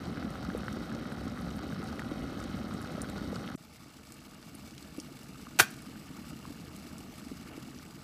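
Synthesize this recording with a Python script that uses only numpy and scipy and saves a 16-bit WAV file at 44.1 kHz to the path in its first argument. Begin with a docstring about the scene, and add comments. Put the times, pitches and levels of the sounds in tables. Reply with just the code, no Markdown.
"""In a small room, water boils in a metal kettle: large steam bubbles oscillate as a rumble, small ones
collapse and excite the kettle's resonances, and droplets tick on its wall. After a brief silence the scene
changes: hot water runs into a filter, where entrained air gurgles softly under fizzing foam. Midway through the
pour something hard strikes the filter holder, whose modes ring as one sharp clack."""
import sys
import numpy as np
from scipy import signal
from scipy.fft import rfft, irfft
from scipy.io import wavfile

SR = 44100
rng = np.random.default_rng(int(sys.argv[2]) if len(sys.argv) > 2 else 0)


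def materialize(psi):
    """Save the field psi as 16-bit PCM at rate SR to the path in sys.argv[1].

    A 1-D psi becomes a single channel; in a 2-D psi each row is a channel.
    """
    bounded = np.clip(np.atleast_2d(psi).T, -1, 1)
    quanta = np.round(bounded * 32767).astype(np.int16)
    wavfile.write(sys.argv[1], SR, quanta)


N = 354123
TIME = np.arange(N) / SR
BOIL_END_S, POUR_START_S = 3.553, 3.575
CUTOFF_HZ = 15200


# Spectrum of the large steam bubbles: frequency_hz, level_db
RUMBLE_SPECTRUM = [(15, -20), (25, -24.5), (65, -3), (139, -6), (178, -0.5), (224, 0.5), (273, -3.5),
                   (428, -14.5), (556, -13.5), (680, -18), (781, -14), (912, -28.5), (1000, -23.5),
                   (1300, -47), (2200, -120)]

def rumble():
    """Volume oscillation: large steam bubbles heave the water at low frequencies."""
    bubbles = bubble_cloud(per_s=1500, spread_db=3.0, cycles=4.26, low_hz=45.8, high_hz=990)
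    return rms_one(colour(bubbles, RUMBLE_SPECTRUM))


# Spectrum of the small steam bubbles: frequency_hz, level_db
SIMMER_SPECTRUM = [(530, -45), (900, -17), (1040, -8), (1250, -1), (1430, -1), (1570, -8.5), (2120, -10),
                   (2310, -14.5), (2650, -15.5), (4370, -13), (4800, -20), (5550, -18.5), (7000, -55),
                   (9100, -68), (15400, -120)]

def simmer():
    """Bubble collapse: small steam bubbles implode on the hot base, ringing and sizzling."""
    sizzle = crackle(per_s=600, spread_db=3.5, t60=0.012)
    bubbles = bubble_cloud(per_s=2400, spread_db=3.5, cycles=8.0, low_hz=852, high_hz=7000)
    return rms_one(colour(bubbles + from_db(-0.5) * sizzle, SIMMER_SPECTRUM))


# Resonances of the kettle: frequency_hz, bandwidth_hz, level_db
KETTLE_MODES = [(813, 120, 0), (1244, 59, 1), (1443, 76, 3), (1666, 66, -6), (4440, 940, -15.5)]
# Spectrum of the fine spray: frequency_hz, level_db
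SPRAY_SPECTRUM = [(3530, -13), (6000, -1), (7380, -7.5), (8410, -2.5), (9360, -10), (11600, -6.5),
                  (14700, -13.5), (15500, -9)]

def boil(spray_growth_db_per_s=0.55):
    """Superposition: steady bubbling, hard collapses that ring the kettle, and slowly growing spray."""
    water = from_db(-38.5) * rumble() + from_db(-50.5) * simmer()
    blips = vessel(collapses(per_s=110, spread_db=3.5), KETTLE_MODES)
    spray = colour(crackle(per_s=700, spread_db=1.0, t60=0.022), SPRAY_SPECTRUM)
    return water + from_db(-55.5) * blips + from_db(-65 + spray_growth_db_per_s * TIME) * spray


# Spectrum of the entrained air: frequency_hz, level_db
GURGLE_SPECTRUM = [(15, -68), (25, -12), (59, -11), (80, -2), (97, -18.5), (130, -2), (171, -3),
                   (225, -0.5), (320, -5), (389, -16.5), (560, -25.5), (730, -52), (1230, -120)]

def gurgle():
    """Air entrainment: the stream drags under pockets of air, which pulsate at low pitches."""
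    bubbles = bubble_cloud(per_s=700, spread_db=3.0, cycles=8.3, low_hz=41.5, high_hz=575)
    return rms_one(colour(bubbles, GURGLE_SPECTRUM))


# Spectrum of the splashing: frequency_hz, level_db
SPLASH_SPECTRUM = [(260, -26), (450, 1.5), (530, -10), (620, -2), (755, -7), (833, -3.5), (989, -11),
                   (1190, -4), (1920, -12), (2190, -13), (2520, -15), (2780, -7.5), (3200, -15),
                   (4160, -41), (7040, -120)]
# Resonances of the filter cone: frequency_hz, bandwidth_hz, level_db
CONE_MODES = [(1203, 100, 2), (2245, 220, -0.5), (2720, 160, -1), (4780, 260, -14), (7800, 116, -11)]

def splash(pops):
    """Resonance: splashing sets mid-sized bubbles ringing, and the foam's pops excite the cone."""
    bubbles = bubble_cloud(per_s=1700, spread_db=3.0, cycles=18.3, low_hz=446, high_hz=3180)
    water = rms_one(colour(bubbles, SPLASH_SPECTRUM))
    return from_db(-56.5) * water + from_db(-62.5) * vessel(pops, CONE_MODES)


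# Spectrum of the foam: frequency_hz, level_db
FIZZ_SPECTRUM = [(1760, -25.5), (3000, -7), (3420, -1.5), (4750, 1.5), (5490, -3), (7180, -5), (7800, -4),
                 (8640, -7), (13100, -8.5), (14700, -11), (15500, -14)]

def fizz(pops):
    """Film rupture: the foam pops while its tiny bubbles ring in the treble."""
    foam = bubble_cloud(per_s=2500, spread_db=2.5, cycles=15, low_hz=3000, high_hz=15000)
    return rms_one(colour(pops + from_db(-5) * foam, FIZZ_SPECTRUM))


def pour(thin_start_db=-10.5, build_up_s=1.05, ease_off_s=7.25, ease_db_per_s=4):
    """Flow noise: the level follows the stream as it builds up, holds and eases off."""
    age = np.maximum(TIME - POUR_START_S, 0)
    flow_db = thin_start_db * np.exp(-age / build_up_s) - ease_db_per_s * np.maximum(TIME - ease_off_s, 0)
    gush_db = 4.5 * np.exp(-((TIME - 7.52) / 0.056) ** 2)  # one brief, late gush splashes harder
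    pops = crackle(per_s=800, spread_db=4.5, t60=0.035)
    return (from_db(-46.5 + flow_db) * gurgle()
            + from_db(0.48 * flow_db + gush_db) * splash(pops)
            + from_db(-58.5 + 0.37 * flow_db) * fizz(pops))


# Contacts with the filter holder, levels relative: start_s, crack_db, body_db
CONTACTS = [(5.5894, -20, -43), (5.5925, -19.5, -40), (5.5970, -14.5, -10), (5.6003, -17.5, -38),
            (5.6033, -14.5, -29), (5.6172, -25.5, -28)]
# Modes of the holder: frequency_hz, level_db, t60_s
HOLDER_MODES = [(712, -6, 0.077), (1130, -9, 0.065), (1230, -8, .06), (1465, 1, 0.073), (1577, -6, .11),
                (1780, -11, .07), (2005, -8.5, 0.079), (2300, -5, 0.033), (2494, -9, 0.055),
                (3182, -8, 0.063), (4500, -12, 0.059), (5820, -12.5, .07), (8100, -10, 0.04),
                (9950, -10, 0.055)]
# Spectrum of the contact noise: frequency_hz, level_db
CRACK_SPECTRUM = [(59, -54), (100, -11), (462, -13.5), (535, -15.5), (703, -7), (983, -12), (1090, -18),
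                  (1490, -6.5), (2180, -9.5), (2370, -8), (3840, -13.5), (4450, -13.5), (6480, -14.5),
                  (9860, -17), (15000, -18.5)]

def clack(bounce_s=0.009, bounce_loss_db=5.5):
    """Impact excitation: rapid contacts, then four weaker bounces, each crack and ring the holder."""
    crack, body, age = np.zeros(N), np.zeros(N), TIME[:SR // 4]
    ring = sum((-1) ** k * from_db(db - 60 * age / t60) * np.sin(2 * np.pi * hz * age)
               for k, (hz, db, t60) in enumerate(HOLDER_MODES))
    step = np.array([bounce_s, -bounce_loss_db, -bounce_loss_db])
    bounces = [np.array(CONTACTS[-1]) + (k + 1) * step for k in range(4)]
    for start_s, crack_db, body_db in CONTACTS + bounces:
        add(crack, start_s, from_db(crack_db) * burst(t60=0.045))
        add(body, start_s, from_db(body_db) * ring)
    hit = from_db(-1) * colour(crack, CRACK_SPECTRUM) + from_db(-5) * body
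    # the room's walls send back mostly the middle range
    room = scatter(band(hit, 130, 6200), t60=0.44, wet_db=16, low_hz=121.7)
    return hit + from_db(-20.5) * room


# The loudest single bubbles, levels relative: start_s, level_db, pitch_hz
LOUD_BUBBLES = [(0.173, -30.5, 1400), (.247, -27.5, 240), (0.3555, -29, 1310), (.549, -22.5, 450),
                (0.682, -21.5, 1380), (1.0546, -31, 1320), (1.268, -25, 227), (1.375, -29, 1310),
                (1.9943, -25.5, 1780), (2.116, -24.5, 279), (2.981, -29, 565), (3.328, -27, 464),
                (3.477, -32, 2980), (4.982, -26.5, 281), (5.469, -33.5, 1152), (6.104, -32.5, 246),
                (6.453, -34, 1017), (6.908, -33.5, 225), (6.503, -31.5, 273), (7.315, -30, 266),
                (7.578, -31.5, 298)]

def single_bubbles(ring_cycles=12, swell_cycles=0.24, rise_per_cycle=0.011, snap_cycles=9):
    """Bubble resonance: each pinches off with a soft snap and rings, rising in pitch near the surface."""
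    out = np.zeros(N)
    # lesser bubbles rise during the boil, near the kettle's main resonance
    lesser = strays(per_s=4, db=-31.5, low_hz=1220, high_hz=1540, end_s=BOIL_END_S, spread_db=4.5)
    for start_s, db, hz in LOUD_BUBBLES + lesser:
        cycles = hz * TIME[:SR // 10]
        envelope = (1 - np.exp(-cycles / swell_cycles)) * from_db(-60 * cycles / ring_cycles)
        tone = np.sin(2 * np.pi * cycles * (1 + rise_per_cycle * cycles))
        add(out, start_s, from_db(db + 1) * envelope * tone)
        snap = band(burst(snap_cycles / hz, size=2048), hz, 2 * hz)
        add(out, start_s, from_db(db - 15) * snap / np.abs(snap).max())
    return out


# The loudest droplets and bursting foam bubbles, levels relative: start_s, level_db, pitch_hz
LOUD_TICKS = [(0.577, -35, 8700), (0.7274, -35, 6000), (0.9493, -33.5, 4300), (1.5651, -38, 9600),
              (2.4017, -36, 6300), (2.4399, -35, 6400), (2.739, -37.5, 7960), (3.0178, -25, 8050),
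              (3.0977, -33, 8300), (3.3575, -31.5, 3530), (4.1218, -32.5, 8000), (4.5506, -33, 9770),
              (4.7798, -33, 4200), (5.0005, -26, 5550), (5.7055, -36, 9600), (6.7638, -37, 7700),
              (6.982, -34, 7500)]

def ticks():
    """Broadband transients: a droplet hits hot metal or a film snaps, cracking for milliseconds."""
    out = np.zeros(N)
    fainter = strays(per_s=5, db=-39.5, low_hz=3500, high_hz=10800, end_s=N / SR, spread_db=1.0)
    for start_s, db, hz in LOUD_TICKS + fainter:
        ring = resonate(burst(t60=0.0056, size=1024), hz, width_hz=3600)
        snap = band(ring, .5 * hz, 2 * hz)
        add(out, start_s, from_db(db - 1.6) * snap / np.abs(snap).max())
    return scatter(out, t60=0.044, wet_db=-7.5, low_hz=2000)


def drone(hz=77):
    """Narrow-band noise: a faint, steady low drone in the room."""
    noise = band(rng.standard_normal(N), .5 * hz, 2 * hz)
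    return from_db(-64.5) * rms_one(resonate(noise, hz, width_hz=37))


def collapses(per_s, spread_db):
    """Poisson process: pressure kicks of bubbles, many small and few large; rms 1."""
    sizes = from_db(spread_db * np.minimum(rng.exponential(1, N), 4))
    signs = rng.choice([-1, 1], N)
    return rms_one(sizes * signs * (rng.random(N) < per_s / SR))


def bubble_cloud(per_s, spread_db, cycles, low_hz, high_hz, count=20):
    """Damped oscillators: bubbles of many sizes, each dying by 60 dB in the given cycles; rms 1."""
    rings = (resonate(collapses(per_s / count, spread_db), hz, np.log(1000) / np.pi * hz / cycles)
             for hz in np.geomspace(low_hz, high_hz, count))
    return rms_one(sum(rings))


def crackle(per_s, spread_db, t60):
    """Incoherent summation: tiny, decaying puffs of noise at random moments add in power; rms 1."""
    decay = from_db(-120 / (t60 * SR))
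    power = signal.lfilter([1], [1, -decay], collapses(per_s, spread_db) ** 2 + 1e-12)
    return rms_one(np.sqrt(power) * rng.standard_normal(N))


def strays(per_s, db, low_hz, high_hz, end_s, spread_db):
    """Poisson arrivals up to end_s, as rows of start_s, level_db, pitch_hz."""
    gap, size, pitch = rng.random((100, 3)).T
    start_s = np.cumsum(-np.log(1 - gap)) / per_s
    rows = np.transpose([start_s, db + spread_db * (2 * size - 1), low_hz * (high_hz / low_hz) ** pitch])
    return [tuple(row) for row in rows[start_s < end_s]]


def vessel(x, modes):
    """Modal superposition: a vessel's resonances respond in parallel; rms 1."""
    return rms_one(sum((-1) ** k * from_db(db) * resonate(x, hz, width_hz)
                       for k, (hz, width_hz, db) in enumerate(modes)))


def scatter(x, t60, wet_db, low_hz):
    """Reverberation: walls add dense reflections, but return little below low_hz."""
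    tail = burst(t60)
    tail[:SR // 1000] = 0  # the first reflection takes a millisecond
    tail = band(tail, low_hz, CUTOFF_HZ)
    reflections = signal.fftconvolve(x, tail / np.linalg.norm(tail))[:N]
    wet = from_db(wet_db)
    return (x + wet * reflections) / np.hypot(1, wet)


def burst(t60, size=16384):
    """Exponential decay: noise that falls by 60 dB in t60 seconds."""
    return rng.standard_normal(size) * from_db(-60 * np.arange(size) / SR / t60)


def resonate(x, hz, width_hz):
    """Second-order resonance with peak gain 1."""
    r = np.exp(-np.pi * width_hz / SR)
    feedback = [1, -2 * r * np.cos(2 * np.pi * hz / SR), r * r]
    return signal.lfilter(np.array([1, 0, -1]) * (1 - r * r) / 2, feedback, x + 1e-18)


def colour(x, spectrum):
    """Minimum-phase filter with the given spectral shape; rms gain 1 for white noise."""
    hz, db = np.transpose(spectrum)
    size = 2 ** 13
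    grid = np.maximum(np.fft.rfftfreq(size, 1 / SR), 1)
    octaves_outside = np.maximum(np.log2(hz[0] / grid), 0) + np.maximum(np.log2(grid / hz[-1]), 0)
    gain = from_db(np.interp(np.log(grid), np.log(hz), db) - np.minimum(40 * octaves_outside, 50))
    cepstrum = irfft(np.log(gain))[:size // 2]
    cepstrum[1:] *= 2
    response = irfft(np.exp(rfft(cepstrum, size)))
    return signal.fftconvolve(x, response / np.linalg.norm(response))[:len(x)]


def band(x, low_hz, high_hz):
    """Butterworth band-pass."""
    sections = signal.butter(2, [low_hz, min(high_hz, .45 * SR)], "band", fs=SR, output="sos")
    return signal.sosfilt(sections, x + 1e-18)


def add(out, start_s, sound):
    """Mix a sound in at start_s."""
    at = int(start_s * SR)
    out[at:at + len(sound)] += sound[:N - at]


def from_db(db):
    """Decibels to gain."""
    return 10 ** (np.asarray(db) / 20)


def rms_one(x):
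    """Scale to rms 1."""
    return x / np.sqrt(np.mean(x ** 2) + 1e-20)


def scene():
    """Superposition: the boil, a brief gap, then the pour, each with its vessel's early reflections."""
    boiling = np.clip((BOIL_END_S - TIME) / .004 + 1, 0, 1)
    pouring = np.clip((TIME - POUR_START_S) / .002, 0, 1)
    kettle = scatter(boil(), t60=0.036, wet_db=-11, low_hz=1770)
    cone = scatter(pour(), t60=0.035, wet_db=-13, low_hz=1470)
    return (boiling * kettle + pouring * cone + single_bubbles() + ticks() + clack() + drone())[None]


def record(dry):
    """Band limiting: an elliptic low-pass cuts the highest treble steeply."""
    return signal.sosfilt(signal.ellip(12, .1, 80, CUTOFF_HZ, fs=SR, output="sos"), dry)


dry = scene()
out = record(dry)
materialize(out)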